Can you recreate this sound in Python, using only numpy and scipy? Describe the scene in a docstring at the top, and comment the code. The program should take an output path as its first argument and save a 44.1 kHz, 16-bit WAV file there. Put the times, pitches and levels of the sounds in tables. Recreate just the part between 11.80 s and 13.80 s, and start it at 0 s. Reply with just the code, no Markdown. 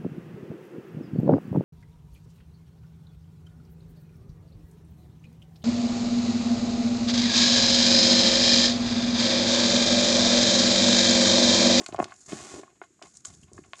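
"""Sharp snaps and dull knocks come first: two hands crumble dry cornstarch over a plastic basin,
close by, and the lumps break and drop. A handful of powder slides off the fingers with a hiss, then
the hands dig in and squeeze again. Each snap or knock is one short pulse; the powder is many tiny
slips. These sounds bounce around the basin and die away in a small room, over a faint steady noise."""
import sys
import numpy as np
from scipy import signal
from scipy.io import wavfile

SR = 44100
rng = np.random.default_rng(int(sys.argv[2]) if len(sys.argv) > 2 else 0)


def dump(signal):
    """Clip the signal to [-1, 1] and save it as 16-bit WAV at the path in sys.argv[1]."""
    limited = np.clip(np.atleast_2d(signal).T, -1, 1)
    pcm = np.round(limited * 32767).astype(np.int16)
    wavfile.write(sys.argv[1], SR, pcm)


N = 88200

# how long the room takes to fade by 60 dB (frequency [Hz], time [s])
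ROOM_FADE_TIMES = [(150, 0.25), (700, 0.059), (2500, .15), (8000, 0.095)]
# echoes inside the basin (delay [ms], gain [ratio])
BASIN_ECHOES = [(2.15, -0.3), (2.8, 0.42), (5.5, 0.1), (8.4, 0.1)]
# pitches at which the basin rings (frequency [Hz], width [Hz], gain [ratio])
BASIN_PITCHES = [(381.5, 34, 0.59), (682, 46, 0.65), (1082, 55, 0.35), (1430, 75, 0.58), (1885, 23, 0.44)]

# when the powder moves, and how strongly (start [s], length [s], level [dB])
SIFT_MOVES = [(0, 0.078, -53.5), (.078, 0.016, -49.5), (.125, 0.019, -57), (.188, 0.044, -53),
              (.27, 0.076, -63), (.335, 0.16, -58.5), (.458, 0.0045, -48.5), (1.02, 0.02, -60.5),
              (1.222, 0.077, -59.5), (1.28, 0.1, -66), (1.335, 0.071, -59), (1.443, 0.038, -48),
              (1.48, 0.071, -58.5), (1.565, 0.076, -61.5), (1.728, 0.068, -62), (1.8, 0.27, -68.5),
              (1.962, 0.046, -54.5)]  # fine powder sifting between the fingers
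PATTER_MOVES = [(0, 0.035, -52), (.06, 0.046, -58.5), (.12, 0.12, -55), (.26, 0.074, -57),
                (.83, 0.088, -69.5), (.953, 0.0072, -66), (1.02, 0.029, -64), (1.228, 0.037, -57.5),
                (1.448, 0.0069, -72), (1.47, 0.05, -65), (1.67, 0.026, -65.5), (1.78, 0.012, -67),
                (1.842, 0.0051, -60.5), (1.936, 0.086, -66.5)]  # crumbs pattering down
CRUNCH_MOVES = [(0, 0.023, -48), (.22, .06, -59), (.73, 0.032, -44.5), (.768, 0.017, -41.5),
                (.81, 0.12, -68), (1.23, 0.018, -51), (1.54, 0.026, -66), (1.62, 0.0082, -60.5),
                (1.715, 0.072, -62.5), (1.83, 0.092, -67)]  # packed starch crunching under the fingers
PUSH_MOVES = [(.08, 0.088, -49.5), (.19, 0.046, -48), (.29, 0.043, -62), (.478, 0.065, -54),
              (.53, 0.089, -52), (.725, 0.061, -54.5), (1.235, 0.065, -62.5), (1.335, 0.094, -64.5),
              (1.475, 0.12, -53), (1.62, 0.025, -49), (1.67, 0.022, -54), (1.72, 0.11, -52.5),
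              (1.85, 0.042, -61)]  # hands pushing on the basin

# lumps and fingers landing on the powder (time [s], level [dB], low edge [Hz], high edge [Hz])
LANDINGS = [(.0035, -32.5, 430, 960), (.0890, -30, 242, 890), (0.1269, -31, 172, 560),
            (.1340, -33, 400, 1000), (.1458, -19.5, 495, 996), (0.1828, -27, 450, 1100),
            (0.1897, -14.5, 375, 930), (.1952, -20, 454, 890), (.2008, -9, 407, 950),
            (.2030, -22.5, 151.5, 380), (0.2191, -23, 442, 1240), (.2272, -17.5, 420, 1110),
            (.2375, -63, 392, 1100), (.2555, -33.5, 460, 1050), (0.5206, -31.5, 150, 550),
            (0.5302, -24, 124, 445), (0.606, -49, 119, 420), (0.8332, -35, 272, 910),
            (0.879, -44.5, 900, 1234), (1.016, -39, 335, 550), (1.0197, -37.5, 800, 1430),
            (1.103, -60, 290, 396), (1.1934, -49, 600, 1400), (1.2165, -38.5, 500, 1300),
            (1.2196, -33.5, 475, 1220), (1.396, -60, 86, 135.4), (1.448, -47, 1060, 1520),
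            (1.4515, -36, 1134, 1540), (1.496, -66, 69, 125), (1.537, -54, 70.5, 133),
            (1.626, -55, 80, 258), (1.717, -46.5, 150, 485), (1.7885, -37.5, 203, 430),
            (1.9355, -37, 634, 1120)]
# lumps breaking (time [s], level [dB], low edge [Hz], high edge [Hz], splinters against the snap [dB])
BREAKS = [(0.0193, -40.5, 690, 2900, -14), (0.0625, -22, 705, 7300, -5), (0.125, -34, 1490, 4370, -14.5),
          (0.1625, -33, 900, 5840, -14), (.2017, -29.5, 1280, 3060, -11), (0.2431, -19, 1010, 6600, -16),
          (.306, -47.5, 890, 4950, -4), (0.3214, -37, 843, 2180, -9), (0.5221, -31, 443, 3600, -6.5),
          (.8345, -43, 890, 2040, -13), (.903, -53, 667, 2600, -12), (1.0156, -31, 750, 1860, -7.5),
          (1.037, -47, 900, 2300, -8), (1.225, -28.5, 1264, 6940, -10.5), (1.37, -38.5, 4650, 8600, 0),
          (1.4509, -24, 2380, 8800, -11), (1.4548, -26, 6370, 7840, -11), (1.503, -39.5, 2400, 7500, -33),
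          (1.5388, -44.5, 2490, 7540, -9.5), (1.632, -54.5, 2700, 3360, -4),
          (1.7335, -32.5, 5300, 9100, -20), (1.779, -42.5, 825, 1960, -6.5),
          (1.839, -52.5, 1080, 2950, -5.5), (1.934, -21.5, 694, 3380, -35), (1.956, -37.5, 2220, 7100, -12),
          (1.9925, -45, 895, 3040, -6)]

# the tone of each sound, from bass to treble (frequency [Hz], level [dB])
BACKGROUND_TONE = [(20, -17), (70, 2), (350, 0.5), (700, -17.5), (1500, -12), (4000, -19), (6000, -14),
                   (6800, -2.5), (8300, -13.5), (10000, -26), (12000, -22.5)]
SLIDING_TONE = [(40, -26), (120, 4.5), (350, 1), (1100, -2.5), (1900, -6), (3500, -8.5), (5500, -5.5),
                (7000, 0.5), (8200, -7), (9800, -15), (11200, -22), (12000, -27.5)]
SIFTING_TONE = [(1500, -11), (3000, -18), (4500, -6.5), (6000, -2), (6900, 6), (8000, -3), (9800, -11.5),
                (11200, -14.5), (12000, -68)]
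PATTERING_TONE = [(300, -14), (700, 1.5), (1100, 2), (1700, -6), (2800, -6.5), (4500, -11.5), (7000, -18),
                  (10000, -38)]
CRUNCHING_TONE = [(100, -23.5), (250, -2), (400, 1.5), (520, -3.5), (700, -13.5), (1000, -11.5),
                  (2000, -43), (6000, -73.5)]
PUSHING_TONE = [(20, -23), (45, -14), (75, 2), (110, 2.5), (170, -5.5), (350, -24.5), (800, -52.5)]
LANDING_TONE = [(30, -20.5), (150, 3), (1200, -3.5), (2200, -6.5), (5000, -16), (11000, -17)]
BREAKING_TONE = [(500, 0.5), (4000, -1), (7200, 1), (9500, -2.5), (12000, -7)]


def amp(db):
    """Turns decibels into a number to multiply by."""
    return 10 ** (np.asarray(db) / 20)


def unit(sound):
    """Scales a sound to an average power of 1."""
    return sound / np.sqrt(np.mean(sound ** 2) + 1e-20)


def look_up(table, hz):
    """Reads between the rows of a table, with frequency spaced in octaves."""
    row_hz, values = np.transpose(table)
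    return np.interp(np.log(hz + 1), np.log(row_hz + 1), values)


def add(mix, start_s, sound):
    """Adds a sound to the mix at the given time."""
    part = mix[max(round(start_s * SR), 0):][:len(sound)]
    part += sound[:len(part)]


def colour(sound, tone):
    """Gives a sound its tone. The filter never sounds early, so clicks keep their sharp start."""
    hz = abs(np.fft.fftfreq(4096, 1 / SR))
    log_gain = np.log(amp(look_up(tone, hz)))
    response = np.fft.ifft(np.exp(np.conj(signal.hilbert(log_gain)))).real
    return signal.fftconvolve(sound, response[:len(response) // 2])[:len(sound)]


def background():
    """A faint, steady rumble and hiss."""
    return amp(-66) * unit(colour(rng.standard_normal(N), BACKGROUND_TONE))


def room(sound, level_db=-14.5, build_up_s=0.0035):
    """The small room adds a short wash of echoes; each frequency fades at its own speed."""
    hz, t, spectrum = signal.stft(rng.standard_normal(SR // 2), SR, nperseg=256)
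    fade = np.exp(-np.log(1000) * t / look_up(ROOM_FADE_TIMES, hz)[:, None])
    tail = signal.istft(spectrum * fade, SR)[1]
    tail *= np.minimum(np.arange(len(tail)) / SR / build_up_s, 1) ** 2
    return amp(level_db) * signal.fftconvolve(sound, tail / np.linalg.norm(tail))[:N]


def basin_bounces(sound, dull_above_hz=3600):
    """Quick echoes make the basin sound hollow. They are dull because the powder soaks up treble."""
    t = np.arange(SR // 20) / SR
    response = signal.unit_impulse(len(t))
    for delay_ms, gain in BASIN_ECHOES:
        bounce = np.exp(-(np.pi * dull_above_hz * (t - delay_ms / 1000)) ** 2)
        response += gain * bounce / bounce.sum()
    return signal.fftconvolve(sound, response)[:N]


def basin_ring(sound):
    """The plastic basin rings briefly at its own pitches."""
    return sound + sum(gain * signal.lfilter(*signal.iirpeak(hz, hz / width_hz, fs=SR), sound)
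                       for hz, width_hz, gain in BASIN_PITCHES)


def grains(tone, per_s, spread_db, dust, clump_db, clump_s):
    """Tiny random slips plus a smooth hiss of dust, swelling and dipping together in clumps."""
    sizes = amp(spread_db * np.minimum(rng.exponential(1, N), 4))
    signs = rng.choice([-1., 1.], N)
    slipping = rng.random(N) < per_s / SR
    slips = unit(signs * sizes * slipping)
    swells = rng.uniform(-1, 1, N // 10)  # one value every clump_s seconds
    clumps = amp(clump_db * np.interp(np.arange(N) / SR / clump_s, np.arange(len(swells)), swells))
    return unit(colour((slips + dust * rng.standard_normal(N)) * clumps, tone))


def strokes(moves, rise_s=0.0065, fade_s=0.013):
    """The strength of short hand movements over time: each rises, holds and fades."""
    t, power = np.arange(N) / SR, np.zeros(N)
    for start_s, length_s, db in moves:
        rise = np.clip((t - start_s) / rise_s, 0, 1)
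        fade = np.exp(-np.maximum(t - start_s - length_s, 0) / fade_s)
        power += (amp(db) * rise * fade) ** 2
    return np.sqrt(power)


def slide(start_s=0.476, rise_s=0.02, end_s=0.787, fade_s=0.036, level_db=-43, drop_db_per_s=16.5):
    """The strength of a handful sliding off the hand: it starts quickly, thins out and stops."""
    t = np.arange(N) / SR
    rise = np.clip((t - start_s) / rise_s, 0, 1)
    fade = np.exp(-np.maximum(t - end_s, 0) / fade_s)
    return rise * fade * amp(level_db - drop_db_per_s * (t - start_s))


def powder():
    """The hands move the powder: five streams of grains, from a fine hiss to a coarse rumble."""
    sliding = grains(SLIDING_TONE, per_s=5600, spread_db=4.5, dust=0.49, clump_db=-0.5, clump_s=0.0048)
    sifting = grains(SIFTING_TONE, per_s=2000, spread_db=0, dust=1, clump_db=6.5, clump_s=0.0055)
    pattering = grains(PATTERING_TONE, per_s=650, spread_db=-0.5, dust=1, clump_db=6.5, clump_s=0.005)
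    crunching = grains(CRUNCHING_TONE, per_s=500, spread_db=4, dust=0.4, clump_db=3, clump_s=0.008)
    pushing = grains(PUSHING_TONE, per_s=260, spread_db=2.5, dust=0.88, clump_db=1.5, clump_s=0.06)
    return (slide() * sliding
            + strokes(SIFT_MOVES) * sifting
            + strokes(PATTER_MOVES) * pattering
            + strokes(CRUNCH_MOVES) * crunching
            + strokes(PUSH_MOVES) * pushing)


def pulse(low_hz, high_hz, order):
    """One short tap of height 1, filling the range between two frequencies."""
    edges_hz = np.clip([low_hz, max(high_hz, low_hz * 1.1)], 20, SR / 2 - 1)
    band = signal.butter(order, edges_hz, "band", fs=SR, output="sos")
    tap = signal.sosfilt(band, signal.unit_impulse(SR // 20))
    return tap / abs(tap).max()


def knocks():
    """Soft lumps and fingers land on the powder with one dull pulse each."""
    mix = np.zeros(N)
    for time_s, db, low_hz, high_hz in LANDINGS:
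        add(mix, time_s, -amp(db) * pulse(low_hz, high_hz, order=2))
    return colour(mix, LANDING_TONE)


def snaps(splinter_fade_s=0.003):
    """A lump breaks with one sharp pulse, followed by a short spray of tiny cracks."""
    mix, t = np.zeros(N), np.arange(SR // 20) / SR
    for time_s, db, low_hz, high_hz, splinter_db in BREAKS:
        splinters = rng.standard_normal(len(t)) * rng.random(len(t)) ** 2
        force = amp(splinter_db) * splinters * np.exp(-t / splinter_fade_s)
        force[0] = 1  # the main break
        add(mix, time_s, -amp(db) * signal.fftconvolve(force, pulse(low_hz, high_hz, order=3)))
    return colour(mix, BREAKING_TONE)


def scene():
    """The starch sounds pass through the basin and the room, over the background."""
    starch = knocks() + snaps() + powder()
    in_basin = basin_ring(basin_bounces(starch))
    return (in_basin + room(in_basin) + background())[None]


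def record(dry):
    """The microphone loses the deepest bass, and the highest treble is cut off."""
    low_cut_hz, high_cut_hz = 64, 11600
    bass_cut = signal.butter(2, low_cut_hz, "high", fs=SR, output="sos")
    treble_cut = signal.firwin(201, high_cut_hz, window=("kaiser", 8), fs=SR)
    return signal.oaconvolve(signal.sosfilt(bass_cut, dry), treble_cut[None], "same")


dry = scene()
out = record(dry)
dump(out)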